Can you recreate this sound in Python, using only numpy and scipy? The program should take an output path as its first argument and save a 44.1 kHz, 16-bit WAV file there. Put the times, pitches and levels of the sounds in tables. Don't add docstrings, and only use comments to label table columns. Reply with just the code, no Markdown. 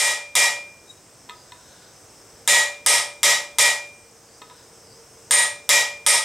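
import sys
import numpy as np
from scipy import signal
from scipy.fft import rfft, irfft, next_fast_len
from scipy.io import wavfile
from scipy.ndimage import uniform_filter1d

SR = 44100
rng = np.random.default_rng(int(sys.argv[2]) if len(sys.argv) > 2 else 0)


def decibels_to_gain(level_db):
    exponent = np.asarray(level_db, float) / 20
    return 10 ** exponent


def wav_record(signal):
    frames = np.transpose(np.atleast_2d(signal))
    bounded = np.clip(frames, -1, 1)
    quanta = np.round(bounded * 32767).astype(np.int16)
    wavfile.write(sys.argv[1], SR, quanta)


N = 275179
LEAD = 4410


def hammer():
    # start in seconds, strength in dB, then dB above usual passed into the anvil,
    # along the chisel and across the chisel.
    blows = [
        (-.012, -2, 5, 2, -4.5),
        (0.353, -4.5, 8.5, -2.5, -8),
        (2.476, -1.5, -0.5, 4, 6),
        (2.862, -2.5, -4, -3, -20.5),
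        (3.231, -5, -5.5, -13.5, -17.5),
        (3.585, -5, 6, 0.5, -4.5),
        (5.309, -4, -1.5, 16, 9),
        (5.691, -4.5, 4.5, -10, -10.5),
        (6.064, -3.5, -0.5, 2, -17),
    ]
    rings, mid, side = np.zeros((3, N + LEAD))
    t = np.arange(SR) / SR
    for start, strength_db, *landing_db in blows:
        force = decibels_to_gain(strength_db + 6.5) * np.minimum(t / 0.00045, 1)
        crack, echoes = crack_and_echoes(landing_db, t)
        sustain, pairs = paired_rings(landing_db, t)
        add(rings, start, force * (pairs + overtones(t)))
        add(mid, start, force * (crack + echoes[0] + sustain))
        add(side, start, force * (echoes[1] + decibels_to_gain(-22) * sustain))
    return shop(rings, wet_db=-4.5) + spread(mid[LEAD:], side[LEAD:])


def crack_and_echoes(landing_db, t):
    # frequency in Hz, level in dB per Hz.
    crack_colour = [(60, -33), (130, -17), (250, -27.5), (480, -10), (850, -6.5), (1500, -13.5),
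                    (2050, 1.5), (2700, -5), (3500, -1), (5200, -11), (7200, 2.5), (10500, -11),
                    (13500, -14.5), (15500, -33), (16500, -36)]
    # centre in Hz, half width in Hz.
    bands = [(3870, 360), (5286, 670), (6850, 120), (10800, 320), (8700, 600)]
    # usual level in dB, then the share (no unit)
    band_shares = [(1.3, -0.38, .02, 0.14), (9, .1, 0.15, -0.23), (3.4, -0.051, .01, 0.55),
                   (5, -0.21, 0.89, -0.54), (1.5, -0.16, 0.65, -0.45)]
    hz = np.geomspace(50, 20000, num=120)
    shade = read(crack_colour, hz)
    for band_db, (centre_hz, half_width_hz) in zip(np.dot(band_shares, [1] + landing_db), bands):
        shade = shade + band_db * np.exp(-((hz - centre_hz) / half_width_hz) ** 2)
    brighter = np.column_stack([hz, shade + 14 * hz / 1e4])
    crack = evened(colour(rng.standard_normal(SR), brighter))
    crack_t60 = 0.016
    return crack * decibels_to_gain(5.5 - 60 * t / crack_t60), tail(np.column_stack([hz, shade]))


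def paired_rings(landing_db, t):
    ring_hz = [581, 1917, 2396, 8797, 1258, 1695, 3866, 10900]
    # usual level in dB, seconds to fall by 60 dB, then the partner's distance above in Hz,
    # its level in dB and its seconds to fall by 60 dB.
    ring_pairs = [(-20.5, 0.57, -3.5, 5, 0.32), (-5, .42, 1.55, -1, .44), (-13.5, 0.57, -3, 9, 0.3),
                  (-10, 0.3, -24, -4, 0.27), (-16.5, 0.17, -17, -7, 0.15), (-14.5, 0.078, -15, 0, 0.047),
                  (-19, 0.34, -3.5, 5.5, 0.17), (-10, 0.11, 53, -22, 0.11)]
    ring_shares = [(-0.041, -0.13, 0.091), (0.065, -0.26, 0.37), (0.69, -0.15, 0.091), (0.073, 0.99, -0.28),
                   (-0.1, 0.11, -0.1), (-0.63, 0.081, 0.29), (0.13, -0.22, 0.13), (0.26, 0.089, -0.25)]
    bloom_s = [0.035, 0.05, 0.054, 0.0013]
    usual_db, t60, split_hz, partner_db, partner_t60 = np.transpose(ring_pairs)[:, :, None]
    turns = np.transpose([ring_hz]) * t + rng.random((len(ring_pairs), 1))
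    pairs = decibels_to_gain(-60 * t / t60) * np.sin(2 * np.pi * turns)
    pairs += decibels_to_gain(partner_db - 60 * t / partner_t60) * np.sin(2 * np.pi * (turns + split_hz * t))
    pairs *= decibels_to_gain(usual_db + np.dot(ring_shares, landing_db)[:, None])
    swell = 1 - np.exp(-t / np.transpose([bloom_s]))
    return (pairs[:4] * swell).sum(0), pairs[4:].sum(0)


def overtones(t):
    overtone_hz = [461, 532, 887, 951, 2020, 2082, 2294, 2853, 3403, 3655, 5089, 6800]
    # level in dB, seconds to fall by 60 dB.
    overtone_rings = [(-29.5, 0.15), (-30, 0.11), (-22, 0.23), (-10.5, 0.11), (-13, 0.063), (-11.5, 0.18),
                      (-21, 0.28), (-48, 0.057), (2, 0.012), (-11, 0.079), (-15, 0.24), (-44, 0.05)]
    return ring(overtone_hz, *np.transpose(overtone_rings), t)


def taps():
    # start in seconds, level of the lower rings, upper ring and edge in dB.
    knocks = [
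        (1.29, -29, -46, -32),
        (1.295, -25, -44, -19.5),
        (1.307, -32, -30.5, -31),
        (1.52, -30.5, -50, -25),
        (1.522, -33.5, -45, -44),
        (4.417, -27, -37, -26),
        (4.421, -25, -50, -33),
        (4.498, -39, -44, -33.5),
        (4.51, -30, -45, -48),
    ]
    tap_hz = [420, 982, 1265, 1780, 2050, 2500, 2750, 3300, 3690, 4200, 7700, 11300]
    # usual level in dB, seconds to fall by 60 dB.
    tap_rings = [(-4, 0.037), (3, 0.1), (4, .19), (-5, 0.042), (-5, 0.041), (-8, 0.067), (-8, 0.032),
                 (3.5, .012), (0.5, 0.028), (0.5, 0.016), (-2, 0.015), (-27, 0.011)]
    out, t = np.zeros(N + LEAD), np.arange(8000) / SR
    usual_db, t60 = np.transpose(tap_rings)
    for start, lower_db, upper_db, edge_db in knocks:
        puff = decibels_to_gain(edge_db - 8.5 - 60 * t / 0.0093) * rng.standard_normal(len(t))
        part_db = [lower_db, lower_db, upper_db] + [edge_db] * 9
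        knock = ring(tap_hz, usual_db + part_db, t60, t)
        add(out, start, decibels_to_gain(-12.5) * (knock + puff) * np.minimum(t / 0.0011, 1))
    return out


def rubbing():
    # start in seconds, length in seconds, level in dB.
    squeaks = [
        (.882, .004, -57),
        (.902, .006, -48),
        (.922, .004, -55),
        (.962, .01, -62),
    ]
    drags = [
        (1.33, 0.033, -63),
        (1.49, .03, -58),
        (1.6, 0.079, -59.5),
        (1.72, .15, -55),
        (4.5, .1, -54),
    ]
    # frequency in Hz, width in Hz, level in dB.
    squeak_parts = [(3830, 60, 1), (7250, 400, -7), (11000, 250, -11)]
    drag_parts = [(1490, 140, -9), (1627, 120, -12), (3810, 900, -7)]
    slips = rng.standard_normal(N)
    squeak = sum(decibels_to_gain(db) * resonate(slips, hz, width) for hz, width, db in squeak_parts)
    drag = sum(decibels_to_gain(db) * resonate(slips, hz, width) for hz, width, db in drag_parts)
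    squeak = squeak * strokes(squeaks, rise_db=800, fall_db=810)
    return squeak + drag * strokes(drags, rise_db=200, fall_db=105)


def strokes(rows, rise_db, fall_db):
    t = np.arange(N) / SR
    start, length, db = np.transpose(rows)[:, :, None]
    before, after = np.maximum(start - t, 0), np.maximum(t - start - length, 0)
    return decibels_to_gain(db - rise_db * before - fall_db * after).sum(0)


def insects():
    # frequency in Hz, level in dB per Hz.
    chorus_colour = [(2820, -53), (4800, -14.5), (5380, -8.5), (5770, -8), (6230, -6.5), (7150, -11.5),
                     (7780, -7), (8300, -7), (8930, -9), (9670, -28), (11000, -44), (14300, -51),
                     (22000, -120)]
    # time in seconds, depth in Hz.
    dips = [
        (1.4, 400),
        (1.82, 250),
        (4.33, 420),
        (4.6, 150),
        (4.91, 450),
    ]
    t = np.arange(N) / SR
    dip_hz = sum(depth * np.exp(-((t - s) / 0.063) ** 2) for s, depth in dips)
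    steady = evened(colour(rng.standard_normal(N), chorus_colour))
    f, frames, z = signal.stft(steady, SR, nperseg=256)
    patches = uniform_filter1d(uniform_filter1d(rng.standard_normal(z.shape), 3, 0), 25, 1)
    chorus = signal.istft(z * decibels_to_gain(1.7 * evened(patches)), SR, nperseg=256)[1][:N]
    throb = decibels_to_gain(1.3 * evened(uniform_filter1d(rng.standard_normal(N), 500)))
    singer = resonate(throb * rng.standard_normal(N), 5270 - dip_hz, 550)
    singer_db = -6.5 + 13.5 * dip_hz / 1000
    return decibels_to_gain(-55) * (chorus + decibels_to_gain(singer_db) * singer)


def blower_hum():
    # time in seconds, level in dB.
    hum_level = [
        (0, -75),
        (1.5, -80),
        (2.4, -60.5),
        (4.1, -64),
        (4.6, -59.5),
        (6.24, -56.5),
    ]
    level_db = np.interp(np.arange(N) / SR, *np.transpose(hum_level))
    return decibels_to_gain(level_db) * resonate(rng.standard_normal(N), 459.5, 21)


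def room_hiss():
    # frequency in Hz, level in dB per Hz.
    hiss_colour = [(25, -12), (38, -8), (52, -8), (75, -5), (110, -2), (200, -8), (500, -5), (1000, -10.5),
                   (2000, -16), (4000, -21.5), (10000, -24.5), (15500, -28.5)]
    return decibels_to_gain(-52.5) * evened(colour(rng.standard_normal(N), hiss_colour))


def background():
    song = insects()
    mid = room_hiss() + blower_hum() + song
    return spread(mid, room_hiss() + decibels_to_gain(3.5) * np.roll(song, 3000))


def shop(x, wet_db):
    echo = tail([(20, 0), (20000, 0)])
    echo = echo / np.linalg.norm(echo[0])
    wet = decibels_to_gain(wet_db) * signal.fftconvolve(x[None], echo, axes=1)
    return spread(x[LEAD:] + wet[0, LEAD:LEAD + N], wet[1, LEAD:LEAD + N])


def tail(points):
    # frequency in Hz, seconds to fall by 60 dB.
    shop_t60 = [(250, 0.35), (660, 0.44), (1740, 0.37), (4590, 0.35), (12100, 0.29)]
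    noise = evened(colour(rng.standard_normal((2, SR)), points))
    hz, t, z = signal.stft(noise, SR, nperseg=256)
    dying = z * decibels_to_gain(-60 * t / read(shop_t60, hz)[:, None])
    out = signal.istft(dying, SR, nperseg=256)[1][:, :SR]
    return out * np.minimum(np.arange(SR) / (0.011 * SR), 1)


def spread(mid, side):
    # frequency in Hz, level of side against middle in dB.
    side_level = [(60, -38), (110, -35), (200, -15), (380, -15.5), (700, -15.5), (1290, -14), (2380, -9.5),
                  (4400, -14.5), (8800, -12.5), (9600, -14)]
    side = colour(side, side_level)
    return np.array([mid + side, mid - side])


def ring(hz, db, t60, t):
    hz, db, t60 = np.array([hz, db, t60])[:, :, None]
    sines = np.sin(2 * np.pi * (hz * t + rng.random(hz.shape)))
    return (decibels_to_gain(db - 60 * t / t60) * sines).sum(0)


def resonate(x, hz, width):
    turn = np.exp(2j * np.pi * np.cumsum(hz * np.ones(len(x))) / SR)
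    r = np.exp(-np.pi * width / SR)
    smooth = signal.lfilter([1], [1, -2 * r, r * r], x / turn)
    return evened((turn * smooth).real)


def colour(x, points):
    size = next_fast_len(x.shape[-1])
    shape = decibels_to_gain(read(points, np.fft.rfftfreq(size, 1 / SR)))
    return irfft(rfft(x, size) * shape, size)[..., :x.shape[-1]]


def read(points, hz):
    f, value = np.transpose(points)
    return np.interp(np.log(hz + 1), np.log(f + 1), value)


def evened(x):
    return x / np.sqrt(np.mean(x ** 2) + 1e-20)


def add(mix, start, sound):
    part = mix[LEAD + round(start * SR):][:len(sound)]
    part += sound[:len(part)]


def scene():
    near = rubbing()
    return hammer() + shop(taps(), wet_db=-8.5) + spread(near, near) + background()


def limiter(dry):
    power_db = 10 * np.log10(abs(uniform_filter1d((dry ** 2).mean(0), 180)) + 1e-12)
    fall = np.arange(N) * 194.0 / SR
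    over_db = np.maximum.accumulate(power_db + fall) - fall + 12.0
    cut_db = 2.4 * np.logaddexp(0, over_db / 2.5)
    quiet_s = (np.arange(N) - np.maximum.accumulate(np.arange(N) * (cut_db > 1))) / SR
    return dry / decibels_to_gain(uniform_filter1d(cut_db - 1.5 * quiet_s, 60)), over_db


def band_limit(x):
    return signal.sosfilt(signal.butter(12, 15850, fs=SR, output="sos"), x)


def record(dry):
    # time in seconds, level in dB.
    fade_in = [
        (0, -6),
        (.5, -1.24),
    ]
    held, over_db = limiter(dry)
    held = signal.sosfilt(signal.butter(2, 45, "high", fs=SR, output="sos"), np.tanh(held))
    held = signal.oaconvolve(held, signal.firwin(255, 16500, fs=SR)[None], "same")
    top = signal.oaconvolve(held, signal.firwin(255, 14600, pass_zero=False, fs=SR)[None], "same")
    loud = over_db > -22
    busy = loud & np.roll(loud, 1300)
    held = held - top * uniform_filter1d(busy * 1., 400)
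    held = held * decibels_to_gain(np.interp(np.arange(N) / SR, *np.transpose(fade_in)))
    return band_limit(held)


dry = scene()
out = record(dry)
wav_record(out)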